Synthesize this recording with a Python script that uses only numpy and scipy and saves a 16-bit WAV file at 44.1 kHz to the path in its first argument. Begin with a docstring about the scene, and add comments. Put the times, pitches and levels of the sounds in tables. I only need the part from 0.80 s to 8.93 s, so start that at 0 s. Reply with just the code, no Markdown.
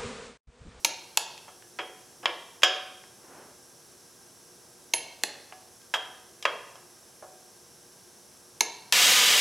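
"""Sharp clicks and ringing knocks: a click-type torque wrench tightens an engine's flywheel bolts.
The pawl trips and resets three times; socket and extension knock on the bolts and ring the iron.
A hard-walled workshop answers each blow, and a sleeve rustles once as the grip changes.
Lamp hum, a low drone and a nearby camera's own hiss lie underneath."""
import sys
import numpy as np
from scipy import signal
from scipy.fft import rfft, irfft, next_fast_len
from scipy.io import wavfile
from scipy.ndimage import uniform_filter1d, minimum_filter1d

SR = 44100
rng = np.random.default_rng(int(sys.argv[2]) if len(sys.argv) > 2 else 0)


def dump(signal):
    """Clip the signal to [-1, 1] and save it as 16-bit WAV at the path in sys.argv[1]."""
    limited = np.clip(np.atleast_2d(signal).T, -1, 1)
    pcm = np.round(limited * 32767).astype(np.int16)
    wavfile.write(sys.argv[1], SR, pcm)


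N = 358533
BLOW_T = np.arange(32768) / SR


def undb(db):
    """dB to amplitude gain."""
    return 10 ** (np.asarray(db) / 20)


def along(curve, hz):
    """Interpolate (Hz, value) points on a log-frequency axis."""
    points_hz, values = np.transpose(curve)
    return np.interp(np.log(np.maximum(hz, 1)), np.log(points_hz), values)


def shaped(x, gain):
    """Filter x by a gain function of Hz."""
    n = next_fast_len(x.shape[-1])
    hz = np.arange(n // 2 + 1) * SR / n
    return irfft(rfft(x, n) * gain(hz), n)[..., :x.shape[-1]]


def eq(x, curve):
    """Filter x by (Hz, dB) points."""
    return shaped(x, lambda hz: undb(along(curve, hz)))


def at_rms(x, db):
    """Scale x to an rms level."""
    return x * undb(db) / np.sqrt(np.mean(x ** 2))


# Each row: frequency in Hz, relative noise density in dB.
AIR_SPECTRUM = [(15, -55), (40, -17), (113, -4), (290, -4.5), (323, -12), (360, -6.5), (390, -1.5),
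                (471, -10.5), (568, -5.5), (1060, -9.5), (1580, -13.5), (2240, -17), (5610, -13),
                (10700, -11.5), (15600, -28.5)]
# Each row: centre in Hz, width in Hz, level in dB.
NARROW_DRONES = [(353, 40, -68), (473, 30, -74), (1592, 90, -72.5), (5550, 760, -62), (6180, 530, -65.5),
                 (7570, 260, -70.5), (10600, 1500, -67.5)]
# Each row: frequency in Hz, side minus mid in dB.
AIR_WIDTH = [(25, -7.5), (60, -13.5), (110, -14.5), (200, -7), (380, -8.5), (700, -7), (1290, -9),
             (2380, -9.5), (4400, -15.5), (8120, -13), (15000, -9)]

def air():
    """Workshop drone and camera hiss with narrow hums on top; returns mid and side."""
    def drone_gain(f):
        density = sum(undb(db) ** 2 / width / (1 + (2 * (f - hz) / width) ** 2) ** 2
                      for hz, width, db in NARROW_DRONES)
        return np.sqrt(density * SR / 2)

    broad = eq(rng.standard_normal((2, N)), AIR_SPECTRUM)
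    drones = shaped(rng.standard_normal((2, N)), drone_gain)
    mid, side = broad * undb(-56) / np.std(broad[0]) + drones
    return np.array([mid, eq(side, AIR_WIDTH)])


# Each row: frequency in Hz, rms level in dB.
MAINS_HARMONICS = [(120, -83), (360, -70.5), (480, -71)]

def lamps(waver_db=1.2, hold_samples=8192):
    """Lamp hum: mains harmonics whose levels waver slowly."""
    hz, db = np.array(MAINS_HARMONICS).T[:, :, None]
    steps = rng.standard_normal((len(hz), N // hold_samples + 1))
    waver = uniform_filter1d(np.repeat(steps, hold_samples, axis=1)[:, :N], size=hold_samples)
    tones = np.sin(2 * np.pi * (hz * np.arange(N) / SR + rng.random((len(hz), 1))))
    return np.sqrt(2) * (undb(db + waver_db * waver) * tones).sum(0)


# Each row: frequency in Hz, relative noise density in dB.
CLOTH_SPECTRUM = [(60, -44), (150, -9), (350, -4.5), (800, -7), (1500, -11.5), (3000, -24), (6000, -43)]

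def sleeve(peak_s=2.574, rise_s=0.1, fall_s=0.11, level_db=-51):
    """Heavy cloth shifts as the grip changes: a dull, grainy rustle swells and fades."""
    t = np.arange(N) / SR - peak_s
    swell = np.exp(-.5 * (t / np.where(t < 0, rise_s, fall_s)) ** 2)
    noise = rng.standard_normal(N)
    grain_db = 0.66 * np.repeat(rng.exponential(size=N // 200 + 1), 200)[:N]
    return swell * at_rms(eq(noise * undb(grain_db), CLOTH_SPECTRUM), level_db)


# Each row: frequency in Hz, T60 in seconds, relative level in dB.
ROOM_BANDS = [(148, 0.87, -1), (390, 0.55, 12.5), (981, 0.81, 1), (2500, 0.68, -0.5), (4640, 0.76, -0.5),
              (8864, 0.21, 0.5), (14000, 0.17, 2)]

def room(mid_db=-10, side_vs_mid_db=-18.5, predelay_s=0.0032):
    """Dense wall reflections, mid and side, new for each blow; the treble dies first."""
    hz, age_s, cells = signal.stft(rng.standard_normal((2, len(BLOW_T))), SR, nperseg=256)
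    t60, db = (along(np.array(ROOM_BANDS)[:, [0, k]], hz)[:, None] for k in (1, 2))
    tail = signal.istft(cells * undb(db - 60 * age_s / t60), SR, nperseg=256)[1][:, :len(BLOW_T)]
    tail *= np.clip((BLOW_T - predelay_s) / 0.0015, 0, 1)
    return tail * undb([[mid_db], [mid_db + side_vs_mid_db]]) / np.sqrt(np.sum(tail[0] ** 2))


def crack(resonances, colour, grit_db, rattle_s):
    """Metal contact: damped resonances swell and die within milliseconds; grit fills between them."""
    hz, width, db = np.array(resonances).T[:, :, None]
    t = BLOW_T[:2048]
    age = t * 2 * np.pi * 1.4 * width
    phase = np.arange(len(hz))[:, None] / 2 + .08 * rng.standard_normal(hz.shape)  # neighbours oppose
    tones = undb(db) * width * age * np.exp(-age) * np.sin(2 * np.pi * (hz * t + phase))
    envelope = (1 - np.exp(-t / 0.00018)) * np.exp(-t / rattle_s)
    grit = at_rms(envelope * rng.standard_normal(len(t)), grit_db)
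    grit *= rattle_s / .004  # a longer rattle drowns the first strike
    contact = at_rms(tones.sum(0), 0) + eq(grit, np.array(resonances)[:, ::2])
    contact = eq(np.pad(contact, (64, 0)), colour)[64:]
    onset_rms = np.sqrt(np.mean(contact[:int(.005 * SR)] ** 2))
    return np.pad(contact / (1.736 * onset_rms), (0, len(BLOW_T) - len(t)))


def ring(modes, colour, rise_s=0.0045):
    """Free modes of struck metal build up and fade."""
    hz, db, t60 = np.array(modes).T[:, :, None]
    envelopes = undb(db + along(colour, hz) - 60 * BLOW_T / t60)
    tones = np.sin(2 * np.pi * (hz * BLOW_T + rng.random((len(hz), 1))))
    return (1 - np.exp(-BLOW_T / rise_s)) * (envelopes * tones).sum(0)


# Each row: frequency in Hz, relative level in dB, T60 in seconds.
BLOCK_MODES = [(350, -5, .4), (420, -9, .5), (495, -5, .3), (554, -3, .3), (596, -4, .3), (861, -5, .3),
               (980, -6, .3), (1098, -3, .33), (1245, -4, .25), (1390, -6, .25), (1534, -5, .2),
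               (1642, -7, .28), (2121, -5, .2), (2213, -8, .28), (2627, -7, .28), (2975, 0, .15)]
FLYWHEEL_MODES = [(746, 0, .75), (1696, 1, .38), (2929, -1, .33), (5095, 3, .25), (5740, 1.5, .14),
                  (6920, -8, .25)]

def blow(row, resonances, part_modes, grit_db, ring_tint, rebound_s):
    """A contact rebounds once and rings tool part, block and flywheel; returns direct, room mid, side."""
    start_s, db, rattle_s, rebound_db, knee_hz, below, above, part_db, block_db, wheel_db = row
    octaves = np.array([-4, 0, 4])
    colour = np.c_[knee_hz * 2. ** octaves, -abs(octaves) * [below, 0, above]]
    ring_colour = colour * [1, ring_tint]
    rings = (undb(part_db) * ring(part_modes, ring_colour)
             + undb(block_db) * ring(BLOCK_MODES, ring_colour)
             + undb(wheel_db) * ring(FLYWHEEL_MODES, ring_colour))
    strike, rebound = (crack(resonances, colour, grit_db, rattle_s) for _ in range(2))
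    contact = strike + undb(rebound_db) * np.roll(rebound, int(rebound_s * SR))
    room_send = contact + undb(-9) * rings  # the iron stirs the room less than the crack
    wet = signal.fftconvolve(room_send[None], room(), axes=1)
    out, i = np.zeros((3, N + 2 * SR)), int(start_s * SR)
    out[0, i:i + len(BLOW_T)] = contact + rings
    out[1:, i:i + wet.shape[1]] = wet
    return undb(db) * out[:, :N]


# Each row: start in seconds, level in dB, rattle decay in seconds, rebound in dB, knee in Hz,
# fall below and above the knee in dB/octave, ring of extension, block and flywheel in dB.
SOCKET_KNOCKS = [(.578, -40, 0.0022, -9, 4000, 8, 5, -21, -39, -42),
                 (.681, -42, 0.021, -3, 895, 8, 10.5, -6, -27, -12.5),
                 (.824, -47, 0.0025, -16, 1900, 12, 8, -24, -25, -15),
                 (.988, -24, 0.016, -6, 2420, -0.6, 13, -11.5, -16, -20),
                 (1.43, -40, 0.022, -2, 1400, -1.5, 9, -25, -6, -5.5),
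                 (1.457, -12.5, 0.0051, -8.5, 3000, 4, 17, -45, -19.5, -26),
                 (1.82, -38, 0.009, 7, 3000, -1, 1.5, -32.5, -33, -28),
                 (1.833, -3.5, 0.0073, -7.5, 2960, 3, 6.5, -20, -25, -22),
                 (2.239, -44, .003, -26, 900, 5, 7, -29, -32, -29),
                 (4.724, -36, 0.0086, -24, 760, 16, 7.5, -32, -28, -14.5),
                 (5.017, -52, .003, -9, 5200, 6, 10, -26, -29, -27),
                 (5.139, -16.5, 0.014, -4.5, 850, 14, 4.5, -6.5, -22.5, -26),
                 (5.626, -32, 0.0075, -12, 3000, 5, 3.5, -23, -26, -18),
                 (5.653, -14, 0.0064, 0.5, 1770, 5, 10.5, -14, -15, -29),
                 (5.956, -42, .003, -13, 895, 2, 2, -29, -16, -19),
                 (6.424, -39.5, 0.029, -10, 800, 10, 17.5, -24.5, -8.5, -8.5)]
# Each row: frequency in Hz, width in Hz, relative level in dB.
SOCKET_RESONANCES = [(613, 200, 1), (933, 480, -0.5), (1390, 320, 4), (1600, 610, -1), (2161, 310, 2),
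                     (2422, 830, 4.5), (2900, 300, 3.5), (3210, 61, 7.5), (4020, 190, -4.5),
                     (4280, 350, -7), (5164, 300, 0.5), (6200, 500, -2.5), (7160, 460, -3),
                     (10500, 1400, -10.5)]
# Each row: frequency in Hz, relative level in dB, T60 in seconds.
EXTENSION_MODES = [(3243, 0, .48), (3269, 0, .24)]

def socket_knocks():
    """The socket knocks on the bolts, ringing the extension bar and the iron."""
    return sum(blow(row, SOCKET_RESONANCES, EXTENSION_MODES, grit_db=-1.5, ring_tint=0.71,
                    rebound_s=.00184) for row in SOCKET_KNOCKS)


# Each row: start in seconds, level in dB, rattle decay in seconds, fall below and above the knee
# in dB/octave, frequency the grip leaves freest in Hz, pin ring in dB.
PAWL_TRIPS = [(.047, -11.5, 0.0066, -1, -3, 2270, -26), (4.1365, -14, 0.0054, -0.5, -2, 2550, -10.5),
              (7.807, -12, 0.0062, 0, -1.8, 4100, -25)]
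PAWL_RESETS = [(.373, -12, 0.003, 10, -0.7, 900, -24), (4.4355, -16.5, 0.0024, -2.5, 0.26, 2120, -21),
               (8.124, -11.5, 0.0042, 12, 0.22, 3330, -11)]
# Hand-damped wrench head. Each row: frequency in Hz, width in Hz, relative level in dB.
TRIPPED_RESONANCES = [(939, 50, 6.5), (1670, 127, -6.5), (2180, 108, 4), (2720, 246, 1.5), (3080, 460, -5),
                      (4150, 240, 0), (5200, 160, -4), (6330, 140, 4), (7180, 150, -3.5), (8800, 730, -14),
                      (11270, 410, -11), (12450, 530, -22), (12900, 540, -13.5)]
SEATED_RESONANCES = [(858, 54, 3), (1830, 180, 0), (2614, 84, 3.5), (3390, 300, 0.5), (4180, 45, 2.5),
                     (4900, 250, 3), (5850, 240, 1), (7540, 900, -1), (8280, 270, -36.5), (9340, 170, -3),
                     (10800, 1100, -35.5), (10800, 370, -4), (12800, 700, -12)]
# Each row: frequency in Hz, relative level in dB, T60 in seconds.
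PIN_MODES = [(10600, 0, .2)]

def pawl_clicks(clicks, head, grit_db, rebound_s, rebound_db):
    """The pawl snaps in the head and barely rings the iron; the grip leaves one band freer to sound."""
    knee_hz, block_db, wheel_db = 920, -44, -34
    grip_db, grip_octaves = 2.5, 0.4
    out = np.zeros((3, N))
    for start_s, db, rattle_s, below, above, free_hz, pin_db in clicks:
        held = np.array(head, float)
        held[:, 2] += grip_db * np.exp(-.5 * (np.log2(held[:, 0] / free_hz) / grip_octaves) ** 2)
        row = (start_s, db, rattle_s, rebound_db, knee_hz, below, above, pin_db, block_db, wheel_db)
        out += blow(row, held, PIN_MODES, grit_db, ring_tint=.3, rebound_s=rebound_s)
    return out


# Stereo width of the direct sound: a faint, slightly delayed, treble-leaning copy in the side channel.
# Each row: frequency in Hz, gain in dB.
DIRECT_WIDTH = [(300, -26.5), (1500, -30), (5000, -20.5), (12000, -20)]

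def scene():
    """The wrench near the centre of the workshop; returns left and right."""
    radiated_hz = (312, 13700)  # small parts radiate little bass; contact is too slow for the very top
    width_delay_s = 0.0009
    hits = pawl_clicks(PAWL_TRIPS, TRIPPED_RESONANCES, grit_db=-7, rebound_s=.0022, rebound_db=-1)
    hits += pawl_clicks(PAWL_RESETS, SEATED_RESONANCES, grit_db=2, rebound_s=.00114, rebound_db=-2)
    hits += socket_knocks()
    hits = signal.sosfilt(signal.butter(4, radiated_hz, "band", fs=SR, output="sos"), hits)
    direct, reverb = hits[0] + sleeve() + lamps(), hits[1:]
    direct_side = eq(np.pad(direct, (int(width_delay_s * SR), 0))[:N], DIRECT_WIDTH)
    mid, side = reverb + air() + [direct, direct_side]
    return np.array([mid + side, mid - side])


# Each row: frequency in Hz, left minus right in dB.
CAPSULE_BALANCE = [(100, -0.5), (1000, -0.5), (4000, -0.6), (12000, -0.5)]

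def record(dry):
    """Two slightly unequal capsules, a fast peak limiter and a steep low-pass."""
    ceiling, limiter_s, top_hz = .78, .003, 16500
    x = shaped(dry, lambda hz: undb(along(CAPSULE_BALANCE, hz) * np.array([[.5], [-.5]])))
    span = int(limiter_s * SR)
    gain = np.minimum(1, ceiling / (np.abs(x).max(0) + 1e-9))
    x *= uniform_filter1d(minimum_filter1d(gain, size=span), size=span)
    return signal.sosfilt(signal.ellip(10, .2, 80, top_hz, fs=SR, output="sos"), x)


dry = scene()
out = record(dry)
dump(out)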